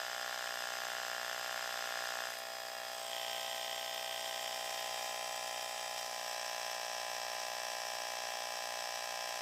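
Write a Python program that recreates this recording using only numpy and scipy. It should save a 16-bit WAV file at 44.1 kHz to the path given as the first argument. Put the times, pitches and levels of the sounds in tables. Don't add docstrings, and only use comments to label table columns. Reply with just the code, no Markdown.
import sys
import numpy as np
from scipy import signal
from scipy.fft import rfft, irfft
from scipy.io import wavfile

SR = 44100
rng = np.random.default_rng(int(sys.argv[2]) if len(sys.argv) > 2 else 0)


def rack_gain(trim_db):
    fader = np.asarray(trim_db, float)
    return 10 ** (fader / 20)


def master(y):
    cut = np.clip(np.atleast_2d(y).T, -1, 1)
    pcm = np.round(cut * 32767)
    wavfile.write(sys.argv[1], SR, pcm.astype(np.int16))


N = 414981

# angle after the knock/turns, repeating contacts level/dB, rattle level/dB
STROKE = [(0, 18, -6.5), (.05, -5, 0), (.14, 10, 3.5), (.25, 2, 0), (.38, -5, -2.5), (.55, -7, -1.5),
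          (.72, -6, 1), (.88, -10, 3.5), (.97, -23, -4.5), (1, 2, -2)]
PATTERN_STEPS = 736
FFT_SIZE = 8192


def rms_one(x):
    return x / np.sqrt(np.mean(x ** 2) + 1e-20)


def on_log(points, hz):
    at, db = np.transpose(points)
    return np.interp(np.log(hz), np.log(at), db)


def causal(x, gain):
    half = FFT_SIZE // 2
    cepstrum = irfft(np.log(gain + 1e-9))
    cepstrum[1:half] *= 2
    cepstrum[half + 1:] = 0
    response = irfft(np.exp(rfft(cepstrum)))[:half]
    return signal.fftconvolve(x, response)[:N]


def band(x, hz, width):
    r = np.exp(-np.pi * width / SR)
    poles = [1, -2 * r * np.cos(2 * np.pi * hz / SR), r * r]
    return signal.lfilter([(1 - r * r) / 2, 0, (r * r - 1) / 2], poles, x)


def drift(rate):
    steps = rng.standard_normal(int(N / SR * 200) + 2)
    return np.interp(np.arange(N) / SR * np.clip(rate, .1, 199), np.arange(len(steps)), steps)


def crank():
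    # t/s, speed/(turns per minute)
    speed = [(0.0, 3669.8), (1.046, 3647.8), (2.091, 3626.4), (3.137, 3621.7), (4.182, 3606.3),
             (5.228, 3597.4), (6.273, 3584.8), (7.319, 3588.4), (8.364, 3579.1), (9.41, 3595.2)]
    start_turns, wobble_turns, wobbles_per_s = .07, 0.0055, 6
    s, rpm = np.transpose(speed)
    mean = np.cumsum(np.interp(np.arange(N) / SR, s, rpm)) / (60 * SR)
    return start_turns + mean + wobble_turns * drift(wobbles_per_s)


def postures():
    # start t/s, end t/s
    changes = [
        (2.31, 2.38),
        (2.93, 3.17),
        (4.1, 5.1),
        (5.95, 6.35),
    ]
    passed = [np.interp(np.arange(N) / SR, span, [0, 1]) for span in changes]
    return -np.diff([np.ones(N)] + passed + [np.zeros(N)], axis=0)


def knocks(turns, jitter_s, uneven_db):
    chance = rng.standard_normal((int(turns[-1]) + 1, 2))
    at = np.interp(np.arange(len(chance)), turns, np.arange(N)) + jitter_s * SR * chance[:, 0]
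    at = np.clip(at, 0, N - 2)
    whole = at.astype(int)
    size = rack_gain(uneven_db * chance[:, 1])
    clicks = np.zeros(N)
    np.add.at(clicks, whole, size * (1 - at + whole))
    np.add.at(clicks, whole + 1, size * (at - whole))
    return clicks


def lagged(x, hz, width):
    r = np.exp(-np.pi * width / SR)
    poles = [1, -2 * r * np.cos(2 * np.pi * hz / SR), r * r]
    return signal.lfilter(poles[::-1], poles, x)


def knock_gain(modes, hz, turn_hz):
    # order/(multiple of crank rate), level/dB
    thud_orders = [(1, -41), (2, -22), (3, -44), (4, -19.5), (5, -28.5), (6, -22.5), (7, -15.5), (8, -16.5)]
    power = rack_gain(2 * -32.5)
    for centre_hz, width, db in modes:
        power = power + rack_gain(2 * db) / (1 + (2 * (hz - centre_hz) / max(width, 30)) ** 2) ** 2
    frame = np.sqrt(power / (1 + (hz / 3800) ** 40))
    order, db = np.transpose(thud_orders)
    thud = rack_gain(np.interp(hz / turn_hz, np.r_[0, order], np.r_[-60, db]))
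    return np.where(hz < (order[-1] + .5) * turn_hz, thud, frame)


def contacts(turns, slip_turns):
    pattern = rng.standard_normal(PATTERN_STEPS) * rack_gain(2.0 * rng.exponential(1, PATTERN_STEPS))
    angle = (turns + slip_turns * drift(60)) % 1
    at, db, _ = np.transpose(STROKE)
    rough = np.interp(angle * PATTERN_STEPS, np.arange(PATTERN_STEPS), pattern, period=PATTERN_STEPS)
    return rms_one(rough * rack_gain(np.interp(angle, at, db)))


def rattle(turns, uneven_db, grain_db):
    at, _, db = np.transpose(STROKE)
    gate_db = np.interp(turns % 1, at, db) + uneven_db * drift(45) + 1.0 * drift(180)
    return rms_one(rng.standard_normal(N) * rack_gain(gate_db + grain_db * rng.exponential(1, N)))


def valve(turns):
    centre_turn, length_turns, reed_hz, reed_width_hz = 0.74, 0.17, 5110, 500
    gate = np.exp(-((turns % 1 - centre_turn) / length_turns) ** 2) * rack_gain(0.77 * drift(72))
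    angle = (turns + 0.00065 * drift(60)) % 1
    pattern = rng.standard_normal(PATTERN_STEPS)
    flutter = np.interp(angle * PATTERN_STEPS, np.arange(PATTERN_STEPS), pattern)
    hiss = band((flutter + .4 * rng.standard_normal(N)) * gate, reed_hz, reed_width_hz)
    return rms_one(band(hiss, reed_hz, reed_width_hz))


def housing_gain(posture, hz):
    # f/Hz, width/Hz, level/dB
    standing = [
        [(5000, 53, -1), (5400, 61, -9), (6170, 88, -11), (7600, 140, -14), (10100, 60, -26), (11740, 110, -18),
         (12430, 230, -15), (13400, 100, -29)],
        [(5000, 95, -1), (5400, 41, -15), (6630, 320, -27), (7600, 54, -14), (8000, 140, -20), (8400, 110, -15),
         (12100, 600, -21), (14400, 330, -24)],
    ]
    # f/Hz, width/Hz, level/dB
    raised = [
        [(4480, 40, -11), (5220, 780, -5.5), (6100, 38, -28), (6660, 130, -7), (7370, 38, -6.5),
         (7720, 50, -13), (8200, 70, -9.5), (10700, 120, -24), (12060, 100, -8.5)],
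        [(3680, 130, -5), (4880, 90, -3.5), (5260, 77, -5.5), (5500, 81, -9), (5800, 140, -5.5),
         (6620, 140, -13), (7300, 100, -11), (7890, 91, -6.5), (9440, 220, -13.5), (12100, 100, -14)],
        [(3990, 100, -11), (4940, 96, -12.5), (5360, 83, -5.5), (5340, 72, -11), (5830, 84, -8.5),
         (6740, 94, -22), (7670, 62, -13), (7970, 78, -12), (10000, 79, -21), (11940, 340, -19.5)],
    ]
    # f/Hz, level/(dB per Hz)
    broad = [
        [(30, -42), (350, -23), (750, -8), (1100, -11), (1700, -4), (2300, -9), (3200, -6)],
        [(30, -42), (350, -23), (750, -8), (1300, -13), (1700, -8), (2400, -11), (3200, -9)],
        [(30, -38), (350, -21), (750, -6), (1300, -13), (1800, -8), (2500, -8), (3200, -1)],
        [(30, -40), (350, -23), (780, -7), (1450, -14), (1800, -9), (2200, -11), (3200, -6)],
        [(30, -40), (350, -23), (780, -7), (1450, -14), (1800, -9), (2200, -12), (3200, -9)],
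    ]
    # f/Hz, level/(dB per Hz)
    upper = [
        [(4400, -11.5), (6000, -13), (7000, -16), (8300, -17.5), (10400, -33.5), (13300, -29), (15300, -28)],
        [(4400, -12.5), (6000, -14), (7000, -18.5), (8300, -20.5), (10400, -28), (13300, -26), (15300, -27)],
        [(4400, -14), (5600, -10.5), (6900, -23.5), (9000, -16.5), (10400, -27), (13300, -24), (15300, -24)],
        [(4400, -14.5), (5600, -12.5), (6900, -16.5), (9300, -21), (10600, -26), (13300, -26), (15300, -25.5)],
        [(4400, -14.5), (5600, -7), (6900, -18.5), (8500, -19), (10600, -28), (13300, -27.5), (15300, -27)],
    ]
    power = rack_gain(2 * on_log(broad[posture] + upper[posture], hz))
    for centre_hz, width, db in (standing + raised)[posture]:
        damped_hz = 1.4 * max(width, 130)
        power = power + rack_gain(2 * db) / (1 + (2 * (hz - centre_hz) / damped_hz) ** 2) ** 2
    return np.sqrt(power)


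def pump():
    # f/Hz, width/Hz
    lags = [(330, 336), (1700, 690), (3150, 420)]
    # knock, its crack, repeating contacts, rattle, valve hiss, each level/dB
    mix = [
        (4.5, -17, -8.5, 1, -21),
        (4.5, -14, -9.5, -2, -20),
        (4.5, -16.5, -12, -1, -20.5),
        (5, -12.5, -10, -2.5, -14.5),
        (5, -11, -9, -3.5, -15),
    ]
    # knock level/dB, rattle level/dB
    loudness = [
        (-46.5, -45),
        (-48.5, -45),
        (-46.5, -43.5),
        (-48.5, -44),
        (-47.5, -43),
    ]
    early_s = [0, .0004, .0005, .0006, .0007]
    # t/s, level/dB
    near = [(0, -0.5), (.03, -0.5), (2.2, 0), (2.4, -1), (2.9, -0.5), (3.05, -0.5), (3.35, 0), (4, -0.36),
            (4.75, 0.65), (5.9, 0.15), (9.41, 0)]
    # f/Hz, width/Hz, level/dB
    on_floor = [(650, 50, 1), (668, 560, -7), (797, 68, -0.6), (1088, 137, -5.5), (1260, 84, -6.5),
                (1408, 84, -0.6), (1701.0, 353, -2.2), (2530, 35, -7), (2650, 39, -42), (2794, 39, -7.5),
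                (3040, 45.0, -8), (3420, 300, -15), (3490, 45.0, -7)]
    # f/Hz, width/Hz, level/dB
    gripped = [(584.0, 140, -6), (655, 67, 2), (805, 57, 4), (1060, 240, -8), (1280, 45.0, -6),
               (1380, 45.0, -5.5), (1490, 53.0, -18), (1720, 160, -3.5), (1900, 99, -5.5),
               (2231.0, 184.0, -15), (2510.0, 65, -6.5), (2780.0, 46, -10.5), (3330, 134, -7.5)]
    # f/Hz, width/Hz, level/dB
    lifted = [(571.7, 63, -2.6), (653.7, 61, 3.3), (805, 58, 6), (1030, 128, -6), (1280, 29, -3.5),
              (1560, 38, -6), (1930, 240, -5.5), (2470, 230, -11), (2615, 43, -6), (3210, 24, -1),
              (3150, 330, -3), (3489.0, 46.0, -22), (3600, 82, -6)]
    # f/Hz, width/Hz, level/dB
    tilted = [(636, 230, -3), (655, 76, -1), (806, 71, 6), (1024, 41, -1), (1285, 200, -10),
              (1707, 49, -0.5), (1885, 150, -6), (2040, 45.0, -9), (2354, 69, -6.5), (2450, 48, -6.5),
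              (2660, 110, -7), (3170, 130, -4.5), (3840, 340, -29)]
    # f/Hz, width/Hz, level/dB
    held = [(649, 166.0, 1.7), (808, 70, 6.5), (1014.4, 53, 0), (1223, 290, -9.5), (1640, 40, 4),
            (1758, 110, -3), (1904, 136, -5.5), (2310, 77, -4), (2513.0, 110, -8.5), (2656, 51, 0.5),
            (2920, 220, -10.5), (3263, 55, -2), (3570, 50, -8)]
    turns = crank()
    clicks = -knocks(turns, jitter_s=1.2e-5, uneven_db=-0.32)
    for lag_hz, width in lags:
        clicks = lagged(clicks + 1e-18, lag_hz, width)
    cracks = knocks(turns - .015, jitter_s=1.2e-5, uneven_db=1.0)
    repeating = contacts(turns, slip_turns=0.0006)
    loose = rattle(turns, uneven_db=0.1, grain_db=0.9)
    hiss = valve(turns)
    hz = np.maximum(np.arange(FFT_SIZE // 2 + 1) * SR / FFT_SIZE, 1)
    above_knock = 1 / np.sqrt(1 + (3700 / hz) ** 16)
    slack = rack_gain(-4.5 / (1 + (hz / 6500) ** 8))
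    out = ping(turns)
    for posture, share in enumerate(postures()):
        turn_hz = np.sum(np.gradient(turns) * share) / np.sum(share) * SR
        frame = knock_gain((on_floor, gripped, lifted, tilted, held)[posture], hz, turn_hz)
        body = housing_gain(posture, hz)
        low_db, crack_db, repeat_db, loose_db, hiss_db = mix[posture]
        knock = np.roll(causal(clicks, frame), -round(early_s[posture] * SR))
        low = rack_gain(low_db) * rms_one(knock)
        high = rack_gain(crack_db) * rms_one(causal(cracks, body * above_knock / (1 + (hz / 7000) ** 8)))
        high = high + rack_gain(repeat_db) * rms_one(causal(repeating, body * above_knock))
        high = high + rack_gain(loose_db) * rms_one(causal(loose, body * slack))
        high = high + rack_gain(hiss_db) * hiss
        knock_db, rattle_db = loudness[posture]
        out += share * rack_gain(knock_db) * low
        out += np.sqrt(share) * rack_gain(rattle_db) * high / np.sqrt(1 + 4 * share * (1 - share))
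    return out * rack_gain(2 * np.interp(np.arange(N) / SR, *np.transpose(near)))


def rumble():
    lows = signal.butter(2, [45, 130], "band", fs=SR, output="sos")
    return rack_gain(-87.5) * rms_one(signal.sosfilt(lows, rng.standard_normal(N)))


def scuffs():
    # t/s, peak level/dB
    brushes = [
        (2.285, -46),
        (2.303, -43),
        (2.34, -47),
        (2.385, -39),
        (2.8823, -49),
        (2.9158, -47),
        (2.9766, -55),
    ]
    clicks = np.zeros(N)
    for s, db in brushes:
        clicks[round(s * SR)] = rack_gain(db - 5)
    fade = np.exp(-1 / (.014 * SR))
    envelope = signal.lfilter([1], [1, -fade], clicks)
    return band(rng.standard_normal(N) * envelope, 9000, 9900)


def ping(turns):
    start_s, end_s, ring_hz, width_hz = 2.92, 3.13, 8100, 230
    free = np.interp(np.arange(N) / SR, [start_s, start_s + .02, end_s - .03, end_s], [0, 1, 1, 0])
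    taps = knocks(turns - .8, jitter_s=1e-4, uneven_db=1.0)
    ring = band(band(taps + 1e-18, ring_hz, width_hz), ring_hz, 3 * width_hz)
    return rack_gain(-55.5) * free * rms_one(ring)


def scene():
    # f/Hz, width/Hz, alike level/dB, unlike level/dB
    side_bands = [(1900, 600, -12.5, -40), (9900, 1000, -21, -11.5)]
    mid = pump() + scuffs() + rumble()
    side = 0
    later = np.roll(mid, 311)
    for (hz, width, alike_db, unlike_db), sign in zip(side_bands, (1, -1)):
        differ = band(sign * rack_gain(alike_db) * mid + rack_gain(unlike_db) * later, hz, width)
        side = side + band(differ, hz, 1.77 * width)
    return np.array([mid + side, mid - side])


def top_cut(x):
    return signal.sosfilt(signal.butter(12, 16080, fs=SR, output="sos"), x)


def record(dry):
    low_pass = signal.ellip(12, .5, 80, 15450, fs=SR, output="sos")
    return top_cut(signal.sosfilt(low_pass, dry))


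dry = scene()
out = record(dry)
master(out)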